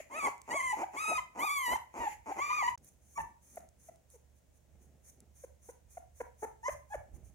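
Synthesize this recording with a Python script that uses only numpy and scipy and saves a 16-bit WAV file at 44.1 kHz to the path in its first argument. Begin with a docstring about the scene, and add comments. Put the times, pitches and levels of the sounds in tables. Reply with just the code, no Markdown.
"""Five high wavering cries of a newborn puppy, heard very close, while another creaks and squeaks hoarsely.
After a brief break in the sound a puppy whimpers in short yips, amid hisses of air through the nose.
Voices are sums of harmonics or pulses through resonances; air is filtered noise; ticks are ringing bursts.
Dull thuds and the rubbing of a fleece blanket are swelling noise, over low hums, room hiss and a short echo."""
import sys
import numpy as np
from scipy import signal
from scipy.fft import rfft, irfft, next_fast_len
from scipy.io import wavfile

SR = 44100
rng = np.random.default_rng(int(sys.argv[2]) if len(sys.argv) > 2 else 0)


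def dump(signal):
    """Clip the signal to [-1, 1] and save it as 16-bit WAV at the path in sys.argv[1]."""
    limited = np.clip(np.atleast_2d(signal).T, -1, 1)
    pcm = np.round(limited * 32767).astype(np.int16)
    wavfile.write(sys.argv[1], SR, pcm)


N = 323694
TIME = np.arange(N) / SR
CUTOFF_HZ = 15900   # top of the audible band kept
FADE_DB = 30        # attacks and releases are timed over this range


def from_db(db):
    """Logarithmic level: decibels to amplitude gain."""
    return 10 ** (np.asarray(db) / 20)


def rms_one(x):
    """Normalisation: scale to unit power."""
    return x / np.sqrt(np.mean(x ** 2) + 1e-20)


def in_time(rows, t=TIME):
    """Linear interpolation: each column of a curve against its first column."""
    knots, *columns = np.transpose(rows)
    return [np.interp(t, knots, column) for column in columns]


def gain_at(points, hz):
    """Spectral envelope: gain interpolated in dB over log frequency."""
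    f, db = np.transpose(points)
    return from_db(np.interp(np.log(hz + 1), np.log(f), db))


def butter(x, hz, kind, order=2):
    """Causal filtering with a maximally flat passband."""
    return signal.sosfilt(signal.butter(order, hz, kind, fs=SR, output="sos"), x)


def wobble(count, hz):
    """Random modulation: noise low-passed at hz, with spread near 1."""
    slow = butter(rng.standard_normal(count + SR // 2), hz, "low")
    return rms_one(slow[SR // 4:])[-count:]


def resonate(x, hz, width_hz):
    """Damped resonance: a pole pair with gain 1 at its peak."""
    r = np.exp(-np.pi * width_hz / SR)
    zeros = np.array([1, 0, -1]) * (1 - r * r) / 2
    poles = [1, -2 * r * np.cos(2 * np.pi * hz / SR), r * r]
    return signal.lfilter(zeros, poles, x + 1e-18)


def noise(spectrum, alike):
    """Interchannel correlation: coloured mid and side noises mixed to a left-right likeness; overall rms 1."""
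    hz = np.arange(N // 2 + 1) * SR / N
    mid, side = irfft(rfft(rng.standard_normal((2, N))) * gain_at(spectrum, hz), N)
    return rms_one(np.sqrt(1 + alike) * mid + np.sqrt(1 - alike) * side * [[1], [-1]])


def add(track, start_s, sound):
    """Superposition: mix a sound into a track."""
    at = max(round(start_s * SR), 0)
    track[at:at + len(sound)] += sound[:N - at]


def gate(t, start, end, edge_s):
    """Smooth switching: opens at start and closes at end along sine-squared edges."""
    return np.sin(np.pi / 2 * np.clip(np.minimum(t - start, end - t) / edge_s + .5, 0, 1)) ** 2


def swells(rows, attack_s, release_s):
    """Exponential envelope: each gesture sets in, changes evenly in dB to its final level and dies away."""
    out = np.zeros(N)
    for start, end, level_db, swell_db in rows:
        corners = [start - attack_s, start, end, end + release_s]
        t = np.arange(max(corners[0], 0), corners[-1], 1 / SR)
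        course_db = np.interp(t, corners, [-swell_db - FADE_DB, -swell_db, 0, -FADE_DB])
        add(out, t[0], from_db(level_db + course_db))
    return out


# Colour of the room hiss. Each row: frequency in Hz, relative level in dB.
HISS_SPECTRUM = [(88, -33.5), (150, -4), (361, -13.5), (589, -10.5), (1190, -24.5), (1940, -24),
                 (4580, -30.5), (6770, -23.5), (11500, -31), (13700, -31.5), (16000, -27.5)]


def room_hiss():
    """Diffuse field: the steady hiss of a still room, nearly independent left and right."""
    return from_db(-72.5) * noise(HISS_SPECTRUM, alike=0.2)


def mains_hum():
    """Pure tone: a faint steady mains hum at 120 Hz."""
    return from_db(-75) * np.sin(2 * np.pi * 120 * TIME)


def low_hum():
    """Slow frequency and amplitude modulation: a wavering hum near 71 Hz, stronger right and growing midway."""
    level_db = np.interp(TIME, [2.7, 5.3], [-72, -64]) + 2 * wobble(N, 3)
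    pitch = 71.4 + .8 * wobble(N, 4)
    tone = np.sin(2 * np.pi * np.cumsum(pitch) / SR)
    return from_db(level_db) * tone * from_db([[-4], [3]])   # left, right


# Dull low thuds, like breath puffing on the microphone.
# Each row: start in seconds, level in dB before the left-right balance.
THUDS = [(.26, -69), (.53, -68), (.65, -61), (1.16, -55), (1.73, -51.5), (2.0, -58), (2.179, -56.5),
         (2.42, -71), (2.721, -55), (3.21, -49), (4.491, -69), (4.71, -60.5), (6.079, -65), (6.73, -54),
         (6.961, -47.5), (7.14, -49), (7.24, -56)]
# Low rumble under the thuds, growing overall towards the end.
# Each row: time in seconds, level in dB before the left-right balance.
RUMBLE_LEVEL = [(0, -78), (2.9, -71.5), (4.6, -75), (5.4, -69), (7.34, -65)]
# Colour of thuds and rumble. Each row: frequency in Hz, relative level in dB.
RUMBLE_SPECTRUM = [(15, -43), (25, -22.5), (51, 7), (78, 5), (130, -5.5), (200, -17.5), (260, -47.5),
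                   (440, -120)]


def thuds_and_rumble():
    """Envelope-shaped noise: dull low-frequency bursts over a continuous rumble."""
    gestures = [(start, start + 0.01, level_db, 0) for start, level_db in THUDS]
    bursts = swells(gestures, attack_s=0.036, release_s=0.11)
    strength = bursts + from_db(in_time(RUMBLE_LEVEL)[0])
    return strength * noise(RUMBLE_SPECTRUM, alike=0.646) * from_db([[-4], [2.5]])   # left, right


# Paws and bellies on the fleece. Each row: start and end in seconds, final level in dB, swell in dB.
RUBS = [(2.8, 3.0, -74, -0.5), (3.2, 3.3, -75, -14), (3.56, 3.65, -71.5, -7.5), (3.9, 3.98, -75, -5),
        (4.7, 4.95, -70, 2.5), (5.08, 5.23, -66.5, 10.5), (7.13, 7.3, -69, -7)]
# Colour of the rubbing. Each row: frequency in Hz, relative level in dB.
RUBBING_SPECTRUM = [(88, -23), (150, 2.5), (469, -9), (846, -14), (912, -26.5), (1960, -29.5), (2140, -27),
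                    (3000, -35.5), (3900, -62), (6600, -120)]


def fleece_rubbing():
    """Friction noise: irregular contact makes the rustle patchy."""
    patchy = from_db(3 * wobble(N, 21))
    return swells(RUBS, attack_s=.15, release_s=0.2) * patchy * noise(RUBBING_SPECTRUM, alike=0.85)


# Claw and mouth ticks. Each row: start in seconds, peak level in dB, ringing frequency in Hz.
TICKS = [(0.38, -50.5, 6950), (0.417, -41, 7230), (2.779, -48, 5560), (2.846, -46.5, 11000),
         (3.558, -40.5, 10100), (3.576, -54, 7240), (3.606, -57, 5900), (3.689, -51.5, 7650),
         (3.959, -54, 7600), (4.102, -50.5, 9030), (5.174, -65, 7100), (5.204, -47, 7700)]


def ticks(decay_s, width_hz):
    """Impulse response: a tiny noise burst rings one broad high resonance."""
    out, t = np.zeros(N), TIME[:SR // 50]
    for start, peak_db, hz in TICKS:
        burst = rng.standard_normal(len(t)) * np.exp(-t / decay_s)
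        snap = resonate(burst, hz, width_hz)
        add(out, start, from_db(peak_db) * snap / np.abs(snap).max())
    return out


# Puffs through the nose. Each row: start and end in seconds, final level in dB, swell in dB.
NOSE_AIR = [(2.84, 2.89, -59, 7.5), (3.02, 3.22, -56, 19.5), (3.43, 3.59, -59, 8.5), (3.80, 3.89, -62, 6),
            (4.11, 4.16, -64.5, 0), (4.36, 4.39, -75, 3), (4.54, 4.58, -73, 6), (4.82, 4.86, -75, -6),
            (5.05, 5.10, -56.5, 7.5), (5.36, 5.45, -61, 4.5), (5.63, 5.71, -58, 8), (5.91, 5.99, -65, -3.5),
            (6.16, 6.22, -57.5, 9), (6.39, 6.445, -51.5, 16), (6.64, 6.735, -53, 10.5),
            (6.90, 6.955, -57.5, 11), (7.15, 7.17, -68, -3), (7.25, 7.30, -71, -4)]
# Colour of nose air. Each row: frequency in Hz, relative level in dB.
NOSE_SPECTRUM = [(1470, -11), (2500, -8.5), (2700, -55.5), (3260, -20), (4880, -18.5), (5190, -30),
                 (5520, -4.5), (6400, 6.5), (7950, -6), (9730, 5), (10900, -7), (12300, -3), (13500, -15),
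                 (15200, -2), (16000, -23)]


def nose_air():
    """Turbulence: puffs of air hiss through the nose, nearly independent left and right."""
    return swells(NOSE_AIR, attack_s=0.035, release_s=0.02) * noise(NOSE_SPECTRUM, alike=0.066)


# Air forced through hoarse throats. Each row: start and end in seconds, final level in dB, swell in dB.
THROAT_AIR = [(0, .015, -53, -1), (.14, .285, -48, 7), (.51, .83, -53.5, -2), (.97, 1.19, -51.5, -1.5),
              (1.40, 1.765, -64, -10), (1.98, 2.13, -50.5, 2.5), (2.28, 2.33, -54.5, 7),
              (2.40, 2.70, -49, 1)]
# Colour of throat air. Each row: frequency in Hz, relative level in dB.
HOARSE_SPECTRUM = [(880, -14), (1500, -21), (2040, -2), (2590, -9.5), (3770, -31.5), (4370, -26),
                   (5380, -25.5), (6960, -9), (8400, -29.5), (10100, -19), (12900, -23.5), (14100, -33.5),
                   (16000, -29)]


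def throat_air():
    """Turbulence: air forced through the hoarse throats hisses in slow swells."""
    return swells(THROAT_AIR, attack_s=0.085, release_s=.08) * noise(HOARSE_SPECTRUM, alike=0.036)


# Slack-fold creaks. Each row: start and end in seconds, first and last pulse rate per second, level in dB.
CREAKS = [(0.089, 0.204, 218, 325, -51.5), (0.219, 0.293, 176, 323, -38.5), (0.47, 0.553, 136, 237, -42),
          (0.76, 0.835, 156, 387, -39.5), (0.931, 0.97, 200, 396, -45.5), (1.069, 1.141, 182, 270, -42),
          (1.344, 1.449, 163, 335, -42.5), (1.666, 1.748, 140, 320, -41.5), (1.93, 2.062, 193, 356, -43),
          (2.254, 2.321, 139, 397, -42.5), (2.355, 2.403, 170, 404, -42)]
# Resonances of the creaking throat. Each row: frequency in Hz, width in Hz, level in dB.
CREAK_MODES = [(310.8, 200, -4), (583, 150, -2), (900, 115, 7), (2400, 330, -6), (6470, 1100, -12)]


def creaks(jitter, uneven_db, rasp, swell_db):
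    """Pulse excitation: slack folds slap unevenly, faster and harder with strain, each slap puffing air."""
    out = np.zeros(N)
    for start, end, first_rate, last_rate, level_db in CREAKS:
        size = int((end - start) * SR)
        rate = np.linspace(first_rate, last_rate, size) * np.exp(jitter * wobble(size, 150))
        cycles = np.cumsum(rate) / SR
        slaps = butter(np.diff(np.floor(cycles), prepend=-1), 1300, "low", order=1)   # soft contact
        puffs = rng.standard_normal(size) * np.exp(-2 * (cycles % 1))
        strain_db = uneven_db * wobble(size, 120) - swell_db * np.linspace(1, 0, size) ** 3
        strain = from_db(strain_db) * signal.windows.tukey(size, .25)
        flow = (rms_one(slaps) + rasp * rms_one(puffs)) * strain
        flow = np.pad(flow, (0, SR // 100))   # time to ring out
        voice = 0
        for k, (hz, width_hz, db) in enumerate(CREAK_MODES):
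            voice = voice + (-1) ** k * from_db(db) * resonate(flow, hz, width_hz)
        # the nose absorbs these bands
        voice = voice - 0.47 * resonate(voice, 1600, 720) - 1.1 * resonate(voice, 3600, 1800)
        add(out, start, from_db(level_db) * rms_one(butter(voice, 98, "high")))
    return out


# Throat spectrum shared by squeaks and cries. Each row: frequency in Hz, relative level in dB.
THROAT = [(500, 26), (1200, -15), (1500, -5.5), (2100, -0.5), (2550, -8.5), (3000, -12.5), (3800, -25),
          (4300, -23.5), (5200, -32.5)]
# Squeaks among the cries. Each row: start and length in seconds, first and last pitch in Hz,
# fundamental level in dB, overtone level in dB before throat shaping.
SQUEAKS = [(0, .010, 629, 597, -42, -10), (.130, 0.076, 546, 711, -47, -1),
           (.271, 0.016, 909, 760, -33.5, -18.5), (.538, 0.036, 530, 746, -38, -28),
           (.725, 0.025, 855, 855, -30, -26), (.829, .019, 676, 897, -32, -15.5),
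           (1.048, 0.017, 916, 846, -44, -40), (1.110, 0.026, 558, 840, -35, -28),
           (1.175, 0.026, 1035, 1013, -31.5, -5), (1.440, 0.014, 738, 910, -34, -23),
           (1.720, 0.022, 577, 840, -38, -4.5), (1.754, 0.011, 939, 893, -28.5, -13),
           (1.990, 0.096, 989.6, 857.4, -38, -8), (2.064, .023, 847, 845, -29.5, -18.5),
           (2.314, 0.017, 738, 864, -34.5, -16.5), (2.497, 0.031, 967, 1062, -32.5, -9.5),
           (2.582, 0.01, 890, 813, -47, -39.5), (2.619, 0.013, 980, 694, -33.5, -39),
           (2.674, 0.023, 962.5, 1009, -26.5, -9)]
# Whimpered yips. Each row: start and length in seconds, first and last pitch in Hz,
# fundamental level in dB, overtone level in dB before throat shaping; a later high-pass trims the lows.
YIPS = [(3.174, 0.028, 881, 960, -33.5, -16.5), (3.198, .017, 876, 818, -36, -9),
        (3.569, .014, 754, 583, -40.5, -13), (3.884, .017, 725, 589, -48.5, -16),
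        (4.132, 0.043, 544, 414.4, -59, -15.5), (5.436, 0.015, 572, 483, -43.5, -15.5),
        (5.686, .019, 365, 548, -47, -9), (5.969, 0.015, 754, 592, -41, -17),
        (6.201, .019, 528.5, 474, -36.5, -5.5), (6.420, 0.0386, 405, 488, -40, -3),
        (6.679, 0.023, 592.3, 627.4, -33.5, -5.5), (6.937, .024, 824, 415, -36.5, -10)]


def squeaks(rows, fall_db, jitter, count=6):
    """Harmonic series: the folds catch briefly and slide in pitch; overtones fall stepwise, then the throat shapes."""
    out = np.zeros(N)
    for start, length, first_hz, last_hz, level_db, overtones_db in rows:
        size = int(length * SR)
        pitch = np.linspace(first_hz, last_hz, size) * (1 + jitter * wobble(size, 300))
        phase = 2 * np.pi * np.cumsum(pitch) / SR
        tone = np.sin(phase)
        for k in range(2, count + 1):
            overtone = from_db(overtones_db - fall_db * (k - 2.5)) * gain_at(THROAT, k * pitch)
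            tone += overtone * np.sin(k * phase)
        # 0.6 of each squeak is spent fading in and out
        add(out, start, np.sqrt(2) * from_db(level_db) * tone * signal.windows.tukey(size, .6))
    return out


def cry(rows, treble, mouth_db, top_hz, jitter, shimmer_db, edge_s, count=16):
    """Source and filter: taut folds give a strong fundamental, throat-shaped overtones and a thin nasal treble.
    Each row: time in seconds, pitch in Hz, then fundamental, octave and treble in dB."""
    start, end = rows[0][0], rows[-1][0]
    t = np.arange(start - edge_s, end + edge_s, 1 / SR)
    pitch, base_db, octave_db, treble_db = in_time(rows, t)
    pitch = pitch * (1 + jitter * wobble(len(t), 190))
    k = np.arange(1, count + 1)[:, None]
    hz = k * pitch

    low = gain_at(THROAT, hz) / gain_at(THROAT, 2 * pitch) * (hz < THROAT[-1][0])
    low *= from_db(octave_db + mouth_db)
    low[0], low[1] = from_db(base_db), from_db(octave_db)

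    top_fall = gain_at([(top_hz, 0), (2 * top_hz, -48)], hz)   # 48 dB down an octave above the top edge
    high = gain_at(treble, hz) * top_fall * (hz > treble[0][0]) * (hz < CUTOFF_HZ)
    high *= from_db(treble_db) / np.sqrt(np.sum(high ** 2, axis=0) + 1e-6)

    flutter = from_db(shimmer_db * np.array([wobble(len(t), 69.4) for _ in k]))
    partials = np.sin(2 * np.pi * (np.cumsum(hz, axis=1) / SR + rng.random((count, 1))))
    voice = np.sqrt(2) * np.sum((low + high) * flutter * partials, axis=0)
    out = np.zeros(N)
    add(out, t[0], voice * gate(t, start, end, edge_s))
    return out


# Whines that rise until they break into a yip. Each row: start and end in seconds, first and top pitch in Hz,
# final fundamental level in dB, treble relative to it in dB.
WHINES = [(3.153, 3.182, 1105, 1143, -43.5, -9.5), (6.631, 6.685, 866, 1037, -31.5, -17.5),
          (6.9, 6.938, 809, 848.6, -41, -27)]
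# Colour of the whines' treble. Each row: frequency in Hz, relative level in dB.
WHINE_TREBLE = [(4800, 5), (5500, 23), (6700, 28.5), (8000, 9), (10000, -28), (13000, -13.5), (16000, -21)]


def whines(count=20):
    """Rising tension: pitch and level climb together, quickly at first, and level off at the end."""
    out, slack = 0, np.linspace(1, 0, count) ** 2
    for start, end, first_hz, top_hz, level_db, treble_db in WHINES:
        t = np.linspace(start, end, count)
        pitch = top_hz + (first_hz - top_hz) * slack
        effort = level_db - 21 * slack
        course = np.transpose([t, pitch, effort, effort - 9.5, effort + treble_db])
        out = out + cry(course, WHINE_TREBLE, mouth_db=-10.5, top_hz=7800,
                        jitter=0.0081, shimmer_db=3.0, edge_s=.005)
    return out


# The high cries. Each row: level midway in dB before onset and waver, swell from start to end in dB,
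# octave and treble relative to the level in dB, open-mouth harmonics in dB, top edge in Hz.
CRIES = [(-41, 16, -5.5, -13.5, -5, 9900), (-38, 1.5, -1.5, -11.5, -5.5, 9640),
         (-37, 3.5, -5, -11.5, 2, 10400), (-35.5, 1, -4, -11.5, 2, 12600), (-35.5, 0, -6, -19, -7, 6750)]
# One pitch curve for each cry. Each row of a curve: time in seconds, pitch in Hz before jitter.
CRY_PITCH = [
    [(0.11, 1023), (0.134, 1080), (0.158, 1229), (0.17, 1279), (0.182, 1315), (0.2, 1231), (0.22, 1121),
     (0.25, 1136), (0.275, 1011)],
    [(0.505, 949), (0.515, 949), (0.521, 960), (0.547, 1106), (0.561, 1132), (0.611, 1009), (0.635, 1058),
     (0.727, 975)],
    [(0.965, 1048), (0.981, 1120), (1.001, 1239), (1.029, 1298), (1.061, 1234), (1.091, 1292),
     (1.177, 1229)],
    [(1.39, 986), (1.402, 1004), (1.426, 1159), (1.46, 1259), (1.496, 1103), (1.53, 1182), (1.608, 1064),
     (1.68, 953), (1.755, 1042)],
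    [(2.385, 1010), (2.401, 1039), (2.431, 1169), (2.473, 1192), (2.571, 1227), (2.609, 1099),
     (2.639, 950.7), (2.661, 956), (2.691, 1008)],
]
# Colour of the cries' treble. Each row: frequency in Hz, relative level in dB.
CRY_TREBLE = [(4400, 1), (4800, 5), (5200, -23), (5900, 6), (7200, 10), (8500, 1.5), (10000, 6),
              (11000, 8.5), (12200, 10), (13200, -8.5), (16000, -20)]
# Colour of the closing rasp. Each row: frequency in Hz, relative level in dB.
RASP_SPECTRUM = [(3000, -4.5), (4600, -16), (6000, -1.5), (7300, 0), (8500, -5.5), (10000, -7.5),
                 (12300, -9.5), (14000, -32.5)]


def high_cries(count=100):
    """Common effort: fundamental, octave and treble swell and waver together; each cry ends in a nasal rasp."""
    onset_db, onset_s = 5, 0.012   # a cry starts this much weaker; time constant of finding its voice
    rasp_s, rasp_db = 0.015, -4.5   # length; level against the cry's treble
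    out, rasps, waver_db = 0, [], 1.46 * wobble(N, 21.74)
    for curve, (level_db, swell_db, octave_db, treble_db, mouth_db, top_hz) in zip(CRY_PITCH, CRIES):
        t = np.linspace(curve[0][0], curve[-1][0], count)
        pitch = in_time(curve, t)[0]
        effort = level_db + swell_db * np.linspace(-.5, .5, count)
        effort = effort - onset_db * np.exp(-(t - t[0]) / onset_s) + np.interp(t, TIME, waver_db)
        course = np.transpose([t, pitch, effort, effort + octave_db, effort + treble_db])
        out = out + cry(course, CRY_TREBLE, mouth_db, top_hz, jitter=0.00588, shimmer_db=2.0, edge_s=.008)
        rasps.append((t[-1], t[-1] + rasp_s, level_db + treble_db + rasp_db, 0))
    return out + swells(rasps, attack_s=0.024, release_s=0.01) * noise(RASP_SPECTRUM, alike=1)[0]


def place(x, path):
    """Diffraction: sound bends round the microphone body and reaches two ports with different phase and strength."""
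    lead, balance_db = in_time(path, np.arange(N // 2 + 1) * SR / N)
    left = from_db(balance_db / 2)
    right = from_db(-balance_db / 2) * np.exp(-1j * lead)
    return irfft(rfft(x) * np.array([left, right]), N)


def room(x, count=14):
    """Reverberation: sound circles between walls and is scattered; the treble dies sooner."""
    size = next_fast_len(N + SR)
    hz = np.arange(size // 2 + 1) * SR / size
    t60 = np.interp(hz, [1000, 8000], [.34, .26])   # seconds to fall 60 dB
    tail = 0
    for k, lap_s in enumerate(np.geomspace(.011, .053, count)):
        delay = np.exp(-2j * np.pi * hz * lap_s * [[1], [1.043]])   # laps differ left and right
        lap = from_db(-60 * lap_s / t60) * delay
        tail = tail + (-1) ** k * lap / (1 - lap)
    for scatter_s in (.0013, .0031, .0053):   # all-pass scattering
        turn = np.exp(-2j * np.pi * hz * scatter_s)
        tail = tail * (turn - .6) / (1 - .6 * turn)
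    return from_db(-12) * irfft(rfft(x, size) * tail / np.std(tail), size)[:, :N]


# Paths to the two microphone ports, for the crier and for the others.
# Each row: frequency in Hz, left lead in radians, left minus right in dB.
CRIER_PATH = [(300, .4, -1), (1000, 2.05, 1.5), (1300, 2.3, 2), (2000, 5.5, -1), (2600, 5.7, -2),
              (3500, 6.6, 0), (6000, 12.5, 2), (7200, 14, 3), (7900, 18.8, 3), (9100, 19.2, 3),
              (10200, 25, 3), (12200, 31.4, 4)]
LITTER_PATH = [(200, 0.32, -0.14), (624, 0.29, 0.51), (900, 1.58, 0.87), (2260, 2.02, -0.031),
               (6500, 0.34, -2)]
# The brief break in the sound: its start and end in seconds.
BREAK_S = (2.757, 2.777)


def scene():
    """Superposition: background, then three voices with their air; the farther whimperer wakes more of the room."""
    background = thuds_and_rumble() + fleece_rubbing() + mains_hum() + low_hum() + room_hiss()

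    whimperer = whines() + butter(squeaks(YIPS, fall_db=6.0, jitter=0.072), 260, "high")
    far = place(whimperer, LITTER_PATH) + nose_air()

    grumbler = creaks(jitter=.3, uneven_db=1.5, rasp=.5, swell_db=7.5)
    grumbler = grumbler + squeaks(SQUEAKS, fall_db=1, jitter=0.014)
    litter = place(grumbler + ticks(decay_s=0.0013, width_hz=2050), LITTER_PATH)
    near = place(high_cries(), CRIER_PATH) + litter + throat_air() * (TIME < BREAK_S[0])

    # no echo of the near sounds outlasts the break
    wet = room(near) * (TIME < BREAK_S[1]) + room(from_db(3.0) * far)
    return near + far + wet + background


def record(dry):
    """Gating and band limiting: the sound breaks off for an instant, and the top is cut steeply."""
    broken = dry * (1 - gate(TIME, *BREAK_S, edge_s=0.0025))
    return signal.sosfilt(signal.ellip(10, .2, 80, CUTOFF_HZ, fs=SR, output="sos"), broken)


dry = scene()
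out = record(dry)
dump(out)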